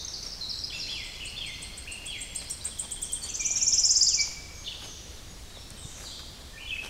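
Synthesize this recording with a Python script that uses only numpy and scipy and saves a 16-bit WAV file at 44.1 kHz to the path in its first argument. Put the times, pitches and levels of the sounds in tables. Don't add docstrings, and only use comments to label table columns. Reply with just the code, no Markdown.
import sys
import numpy as np
from scipy import signal
from scipy.io import wavfile
from scipy.ndimage import uniform_filter1d

SR = 44100
rng = np.random.default_rng(int(sys.argv[2]) if len(sys.argv) > 2 else 0)


def output_pcm(signal):
    pcm = np.clip(np.atleast_2d(signal).T, -1, 1) * 32767
    wavfile.write(sys.argv[1], SR, np.round(pcm).astype(np.int16))


N = 303849
LEAD = SR


def amp(db):
    return 10 ** (np.asarray(db) / 20)


def unit_rms(x):
    return x / np.sqrt(np.mean(x ** 2) + 1e-20)


def smooth_twice(x, size):
    return uniform_filter1d(uniform_filter1d(x, size), size)


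def curve_at(points, hz):
    point_hz, value = np.transpose(points)
    return np.interp(np.log(hz + 1), np.log(point_hz + 1), value)


def add(mix, start_s, sound):
    part = mix[LEAD + round(start_s * SR):][:len(sound)]
    part += sound[:len(part)]


def whistle(hz, level, second_db=-62, third_db=-60):
    waver = unit_rms(uniform_filter1d(rng.standard_normal(len(hz)), size=200))
    phase = 2 * np.pi * np.cumsum(hz * (1 + .008 * waver)) / SR
    second = amp(second_db) * np.sin(2 * phase)
    third = amp(third_db) * np.sin(3 * phase) * (3 * hz < SR / 2)
    return level * (np.sin(phase) + second + third)


def trunk_echo(x, early_db, early_t60_s):
    # frequency in Hz, tail T60 in seconds.
    tail_t60 = [(1500, 1.56), (4000, 1.68), (8000, 1.26), (14000, 0.43)]
    hz, t, spectra = signal.stft(rng.standard_normal((3, 2 * SR)), SR, nperseg=128)
    fade = amp(-60 * t / curve_at(tail_t60, hz)[:, None]) + amp(early_db - 60 * t / early_t60_s)
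    tails = signal.istft(spectra * fade, SR, nperseg=128)[1]
    tails[:, :round(.007 * SR)] = 0
    tails /= np.linalg.norm(tails[0])
    phase = np.pi * (6 * np.arange(len(x)) / SR + np.arange(3)[:, None] / 3)
    weights = np.sqrt(2 / 3) * np.cos(phase)
    return signal.fftconvolve(x * weights, tails, axes=1).sum(0)[:len(x)]


def far_chorus():
    # start and length in seconds, level in dB, low and high limit in Hz.
    warbles = [(-.4, 0.43, -37.5, 3574, 6580), (0.844, 0.12, -41, 3970, 6070),
               (4.492, 0.52, -52, 4540, 6780), (5.8, 0.29, -45.5, 5660, 8560),
               (6.068, 0.093, -43, 3050, 4906)]
    sung = np.zeros(N + LEAD)
    for start_s, length_s, db, low_hz, high_hz in warbles:
        wander = unit_rms(smooth_twice(rng.standard_normal(SR), 350))[:round(length_s * SR)]
        height = .5 + np.arcsin(np.sin(2 * wander)) / np.pi
        level = amp(db) * signal.windows.tukey(len(height), .2)
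        add(sung, start_s, whistle(low_hz + (high_hz - low_hz) * height, level))
    return trunk_echo(sung, early_db=3, early_t60_s=.3)


def hiss(spectrum, patchy_db):
    frames, hz = N // 256 + 5, np.fft.rfftfreq(1024, 1 / SR)
    real, imag, patches = rng.standard_normal((frames, 513, 3)).T
    patches = uniform_filter1d(patches, size=12, axis=0)
    patches = unit_rms(uniform_filter1d(patches, size=14, axis=1))
    db = curve_at(spectrum, hz)[:, None] + patchy_db * patches * (hz / (hz + 400))[:, None]
    return unit_rms(signal.istft((real + 1j * imag) * amp(db), nperseg=1024, noverlap=768)[1][:N])


def wind():
    # frequency in Hz, relative noise density in dB.
    spectrum = [(12, -30), (20, 15), (64, -2.5), (208, -11.5), (1310, -22), (2940, -22.5), (3370, -20.5),
                (4590, -19.5), (8230, -25.5), (15600, -38.5)]
    return amp(-45) * hiss(spectrum, patchy_db=1.3)


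def microphone_hiss():
    # frequency in Hz, relative noise density in dB.
    spectrum = [(24, -41), (40, -7), (198, 3.5), (842, -0.5), (3010, -25), (3670, -26), (5340, -23),
                (6690, -15), (15600, 1.5)]
    return amp(-64) * hiss(spectrum, patchy_db=-5.5) * np.array([[1], [-1]])


def flutter(x, limit_db):
    shiver = unit_rms(smooth_twice(rng.standard_normal(N + LEAD), 120))
    return x * amp(limit_db * np.tanh(shiver))


def glide(length_s, start_hz, mid_hz, end_hz):
    u = np.linspace(0, 1, round(length_s * SR))
    return 2 * (u - .5) * (start_hz * (u - 1) + end_hz * u) - 4 * mid_hz * u * (u - 1)


def sing(notes, fade_share, direct_db=None, tilt_db=0):
    sung, direct = np.zeros((2, N + LEAD))
    for k, (start_s, length_s, db, *path_hz) in enumerate(notes):
        hz = glide(length_s, *path_hz)
        fade = signal.windows.tukey(len(hz), fade_share)
        tone = whistle(hz, amp(db + tilt_db * np.linspace(-.5, .5, len(hz))) * fade)
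        add(sung, start_s, tone)
        add(direct, start_s, tone * amp(direct_db[k] if direct_db else 0))
    return np.array([sung, direct])


def repeats(song, start_s, period_s, count):
    first_db, last_db, length_s, *path_hz = song
    return [(start_s + k * period_s, length_s, db, *path_hz)
            for k, db in enumerate(np.linspace(first_db, last_db, count))]


def songbirds():
    # start and length in seconds, level in dB, start and end pitch in Hz, distance in metres.
    calls = [(0.046, 0.011, -37, 5680, 6600, 8.1), (0.08, 0.012, -32, 5110, 6400, 12.5),
             (0.134, 0.017, -31, 5730, 3980, 18), (0.222, 0.011, -41, 3830, 6100, 15),
             (0.228, .01, -38, 6140, 6070, 9.2), (0.261, 0.0098, -31, 5620, 5520, 12),
             (0.317, 0.018, -35.5, 5650, 4630, 13), (0.405, 0.028, -30.5, 4340, 4003, 18),
             (0.439, 0.014, -32, 4100, 3870, 18), (0.428, 0.016, -49, 7200, 7300, 41),
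             (0.487, 0.044, -32, 6060, 3724, 12.7), (0.532, 0.039, -48.5, 7950, 7670, 41),
             (0.567, 0.019, -43, 4030, 4980, 12), (0.586, 0.013, -34.5, 5120, 5830, 12),
             (0.636, 0.019, -33, 4690, 5260, 6.4), (0.646, 0.014, -39.5, 5340, 5870, 9.4),
             (0.698, 0.014, -39.5, 3610, 2920, 10), (0.709, 0.06, -41, 3200, 3795, 16),
             (0.734, 0.046, -45, 7480, 6230, 22), (0.781, 0.067, -33.5, 6350, 3800, 15),
             (0.94, 0.064, -53, 7300, 7700, 54), (1.037, 0.018, -51, 6700, 8700, 10),
             (1.048, 0.033, -49, 8700, 6940, 18), (1.178, 0.073, -54, 7100, 6760, 42),
             (1.468, 0.032, -44.5, 5820, 6500, 50), (2.089, 0.052, -44, 5100, 3770, 18),
             (2.169, 0.034, -41, 7300, 7660, 59), (2.351, 0.025, -41.5, 3490, 5670, 22),
             (2.382, 0.042, -42.5, 5370, 3790, 15), (2.475, 0.022, -42.5, 3700, 5880, 15),
             (2.488, 0.043, -43.5, 5950, 5440, 9.9), (2.605, 0.027, -40, 3246, 5030, 15),
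             (3.041, 0.0089, -37, 4660, 7130, 29), (3.214, 0.032, -38, 4620, 4430, 15),
             (3.351, 0.033, -52, 4480, 4500, 18), (3.331, 0.025, -37, 6000, 4760, 35),
             (3.389, 0.052, -37, 2405, 2330, 17), (4.069, 0.089, -49, 4300, 2300, 7.8),
             (4.169, 0.062, -37, 2380, 2276, 7.1), (4.517, 0.04, -42.5, 6430, 6540, 38),
             (4.636, 0.018, -35.5, 2704, 4760, 49), (4.658, 0.025, -35, 4124, 2750, 21),
             (4.674, 0.023, -40, 2660, 3290, 6.9), (4.713, 0.0172, -43.5, 3400, 2500, 7.4),
             (4.818, 0.058, -43.5, 6950, 6090, 40), (4.87, 0.055, -45, 5960, 5800, 45),
             (5.1, 0.18, -63, 3740, 3760, 53), (5.44, .09, -55, 3800, 3770, 60),
             (5.243, 0.091, -54, 6640, 6760, 30), (5.533, 0.06, -48.5, 4270, 3210, 17),
             (5.56, 0.059, -48, 5250, 5670, 61), (5.74, 0.058, -53, 2860, 3210, 45),
             (5.772, 0.011, -39, 8800, 7870, 40), (5.79, 0.018, -46, 8100, 7520, 41),
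             (5.81, 0.04, -45, 3940, 3520, 41), (6.014, 0.09, -40.5, 5510, 3160, 46),
             (6.092, 0.037, -47, 3300, 3170, 50), (6.525, 0.06, -53, 1828, 1770, 12),
             (6.574, 0.017, -38, 2315, 2490, 23), (6.576, 0.056, -39, 2513, 3104, 47),
             (6.67, 0.027, -45, 3350, 3410, 7.1), (6.689, 0.02, -39.5, 2980, 3180, 8.4),
             (6.705, 0.011, -37, 3470, 2740, 6.4), (6.712, 0.033, -33, 2657, 2542, 9.8),
             (6.757, 0.014, -41.5, 2710, 2060, 6.9), (6.779, 0.031, -39, 2496, 2593, 8.6)]
    # first and last level in dB, note length in seconds, start, middle and end pitch in Hz.
    rise_song = (-43, -50, .038, 4220, 4640, 6150)
    drop_song = (-45, -42.5, .028, 3620, 3210, 3200)
    fall_song = (-44, -44, .047, 3850, 3350, 2350)
    upturn_song = (-47, -47, .016, 2500, 2950, 3600)
    mid_share, echo_equal_m = .59, 13
    notes = [(start_s, length_s, db, start_hz, start_hz + mid_share * (end_hz - start_hz), end_hz)
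             for start_s, length_s, db, start_hz, end_hz, _ in calls]
    direct_db = [20 * np.log10(echo_equal_m / distance_m) for *_, distance_m in calls]
    sung, direct = flutter(sing(notes, fade_share=.55, direct_db=direct_db), limit_db=4.5)

    rise_notes = repeats(rise_song, start_s=1.267, period_s=.0918, count=8)
    rises = flutter(sing(rise_notes, fade_share=.25, tilt_db=-10)[0], limit_db=3)
    drop_notes = repeats(drop_song, start_s=2.711, period_s=.0628, count=8)
    drops = sing(drop_notes, fade_share=.037)[0]
    fall_notes = repeats(fall_song, start_s=3.255, period_s=.15, count=4)
    fall_notes += repeats(upturn_song, start_s=3.315, period_s=.15, count=4)
    falls = flutter(sing(fall_notes, fade_share=.3, tilt_db=6)[0], limit_db=3.75)

    echo = trunk_echo(sung + amp(-.5) * rises + amp(-3.5) * drops, early_db=3.5, early_t60_s=.078)
    blurred_falls = amp(-7) * falls + trunk_echo(falls, early_db=14, early_t60_s=.08)
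    return direct + rises + drops + blurred_falls + flutter(echo, limit_db=2.25)


def leaf_crunch():
    # start and length in seconds, level in dB.
    steps = [(0.17, 0.18, -50.5), (0.7, 0.14, -48.5), (0.858, 0.13, -48.5), (2.38, 0.1, -45),
             (2.617, 0.11, -46.5), (2.812, 0.062, -46.5), (3.204, 0.12, -45), (3.506, 0.12, -46.5),
             (4.148, 0.26, -48.5), (4.767, 0.16, -47.5), (5.925, 0.22, -46.5), (6.174, 0.055, -48),
             (6.807, 0.098, -43.5)]
    # frequency in Hz, relative noise density in dB.
    spectrum = [(150, 12.5), (600, 14.5), (2000, 9.5), (5000, 10.5), (12000, 0), (16000, -45)]
    grains_per_s = 2500
    crunch = np.zeros(N + LEAD)
    for start_s, length_s, db in steps:
        add(crunch, start_s, amp(db) * np.hanning(round(length_s * SR)))
    grain_db = 3 * np.minimum(rng.exponential(1, N), 4)
    grains = amp(grain_db) * (rng.random(N) < grains_per_s / SR)
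    clumps = unit_rms(signal.oaconvolve(grains, np.exp(-np.arange(200) / 40))[:N])
    crunch[LEAD:] *= clumps * hiss(spectrum, patchy_db=4.5)
    return crunch


def thrush():
    # pipe start, arch start and arch length in seconds, pipe level in dB,
    # pipe pitch and warble depth in Hz, arch level in dB, arch top in Hz.
    phrases = [(0.711, 0.862, .182, -35, 2690, 30, -36, 3400),
               (1.183, 1.335, .178, -32.5, 2800, 200, -37, 3520),
               (1.858, 2.036, .172, -33, 2740, 100, -37, 3380)]
    arch_pitch = [(0, .47), (.1, .8), (.2, 1), (.38, .98), (.54, .86), (.64, .72), (.76, .65), (1, .57)]
    # share of arch length, relative level in dB.
    arch_level = [(0, -24), (.09, -8), (.25, 1), (.6, -2), (.88, -5), (1, -12)]
    slur_from_hz, slur_s, slur_quiet_db, fade_db_per_s = 1500, .014, 25, 110
    warble_rate_hz, crest_s = 20, .032
    sung = np.zeros(N + LEAD)
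    for pipe_s, arch_s, length_s, pipe_db, pipe_hz, depth_hz, arch_db, top_hz in phrases:
        t = np.arange(0, arch_s - pipe_s, 1 / SR)
        slur = np.exp(-(t / slur_s) ** 2)
        warble_hz = depth_hz * np.cos(2 * np.pi * warble_rate_hz * (t - crest_s))
        hz = pipe_hz - (pipe_hz - slur_from_hz) * slur + warble_hz
        level = amp(pipe_db - slur_quiet_db * slur ** .8 - fade_db_per_s * t)
        add(sung, pipe_s, whistle(hz, level * signal.windows.tukey(len(t), .05)))
        u = np.linspace(0, 1, round(length_s * SR))
        hz = top_hz * np.interp(u, *np.transpose(arch_pitch))
        level = amp(arch_db + np.interp(u, *np.transpose(arch_level)))
        add(sung, arch_s, whistle(hz, level * signal.windows.tukey(len(u), .05)))
    sung = flutter(sung, limit_db=7.5)
    return amp(-1.5) * sung + amp(-2.5) * trunk_echo(sung, early_db=-7, early_t60_s=.18)


def warbler_chips():
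    # time in seconds, level in dB.
    chips = [(1.2473, -33.5), (1.457, -37), (1.616, -30), (1.768, -31.5), (1.9108, -30), (2.054, -30),
             (2.2045, -29), (2.348, -24), (2.497, -22.5), (2.642, -22.5), (2.785, -22), (2.908, -25),
             (3.016, -23), (3.12, -20), (3.225, -26.5)]
    upper_top_hz, lower_top_hz, last_sag_hz = 8956, 8530, 1100
    sung = np.zeros(N + LEAD)
    t = np.arange(round(.02 * SR)) / SR
    fade = signal.windows.tukey(len(t), .3)
    quiet_db = 30 * np.exp(-t / .0075)
    for time_s, db in chips:
        upper_hz = upper_top_hz - 5900 * np.exp(-t / .0052)
        second_db = -40 + 1.9 * quiet_db + .5 * (db + 28)
        add(sung, time_s - .001, whistle(upper_hz, amp(db - quiet_db) * fade, second_db))
        lower_hz = lower_top_hz - last_sag_hz * (time_s == chips[-1][0]) - 2000 * np.exp(-t / .00552)
        lower = whistle(lower_hz, amp(db - 9 - 200 * t) * fade, second_db=-40 + .86 * quiet_db)
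        add(sung, time_s + .0088, lower)
    return sung


def warbler_trill():
    # start in seconds, level in dB.
    sweeps = [(3.283, -28.5), (3.335, -25.5), (3.391, -22.5), (3.444, -20.5), (3.496, -22), (3.552, -20),
              (3.607, -18), (3.661, -18), (3.719, -16.5), (3.772, -16), (3.83, -15), (3.886, -15),
              (3.946, -15), (4.004, -13.5), (4.062, -14.5), (4.122, -18.5), (4.186, -18.5)]
    sweep_shape = [(0, 0), (.14, .17), (.5, .36), (.72, .6), (.92, .96), (1, 1)]
    flick_loudest_s, flick_spread_s = 3.79, .36
    flick_hz = glide(.0071, 8550, 8480, 7100)
    sung = np.zeros(N + LEAD)
    for start_s, db in sweeps:
        age_s = start_s - sweeps[0][0]
        length_s = .024 + .0125 * age_s
        foot_hz, top_hz = 5376 - 1900 * age_s, 7854 - 404 * age_s
        u = np.linspace(0, 1, round(length_s * SR))
        risen = uniform_filter1d(np.interp(u, *np.transpose(sweep_shape)), size=200, mode="nearest")
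        hz = foot_hz + (top_hz - foot_hz) * risen
        dip_db = 3 * np.exp(-((u - .47) / .33) ** 2)
        fade = np.minimum(u / .3, 1) ** 2 * np.minimum((1 - u) / .13, 1)
        level = amp(db - 3.8 * (u - .7) ** 2 - dip_db) * fade
        add(sung, start_s, whistle(hz, level, second_db=-28 - 13.5 * u, third_db=-39))
        flick_db = -36.5 - 10 * ((start_s - flick_loudest_s) / flick_spread_s) ** 2
        add(sung, start_s + length_s - .003, whistle(flick_hz, amp(flick_db) * np.hanning(len(flick_hz))))
    return sung


def warbler():
    # delay in seconds, gain in dB.
    bounces = [(.0055, -17), (0.011, -15)]
    song = flutter(warbler_chips() + warbler_trill(), limit_db=3)
    lowpassed = signal.oaconvolve(song, signal.firwin(9, 11000, fs=SR), "same")
    dull = lowpassed + amp(-2.5) * song
    for delay_s, db in bounces:
        add(song, delay_s - LEAD / SR, amp(db) * flutter(dull, limit_db=4.5))
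    return song + amp(-7.5) * trunk_echo(dull, early_db=17, early_t60_s=.3)


def twig_snaps():
    # start in seconds, level before decay in dB, pitch in Hz.
    snaps = [(2.418, -42, 594), (2.853, -26, 784), (3.374, -23, 11100), (3.507, -25, 646),
             (4.277, -25, 920), (4.304, -45, 7000), (4.8594, -51, 7000), (5.572, -24.5, 530),
             (5.7050, -12, 8000), (6.04, -24, 1310), (6.233, -27.5, 930), (6.848, -14, 3200)]
    decay_db_per_cycle = 12
    out = np.zeros(N + LEAD)
    for start_s, db, hz in snaps:
        cycles = hz * np.arange(2000) / SR
        level = amp(db - decay_db_per_cycle * cycles) * np.minimum(cycles, 1)
        add(out, start_s, level * np.sin(2 * np.pi * cycles))
    return out


def heel_thuds():
    # start in seconds, peak in dB, frequency in Hz.
    thuds = [(5.714, -41.5, 150), (5.849, -31, 112)]
    out = np.zeros(N + LEAD)
    t = np.arange(2000) / SR
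    for start_s, db, hz in thuds:
        add(out, start_s, amp(db) * np.sin(2 * np.pi * np.minimum(hz * t, 1)))
    return out


def scene():
    birds = warbler() + songbirds() + thrush() + far_chorus()
    feet = leaf_crunch() + twig_snaps() + heel_thuds()
    return (birds + feet)[LEAD:] + wind() + microphone_hiss()


def record(dry):
    edge_hz = 15780
    lowpass = signal.firwin(2047, edge_hz, window=("kaiser", 10), fs=SR)
    return signal.oaconvolve(dry, lowpass[None], "same")


dry = scene()
out = record(dry)
output_pcm(out)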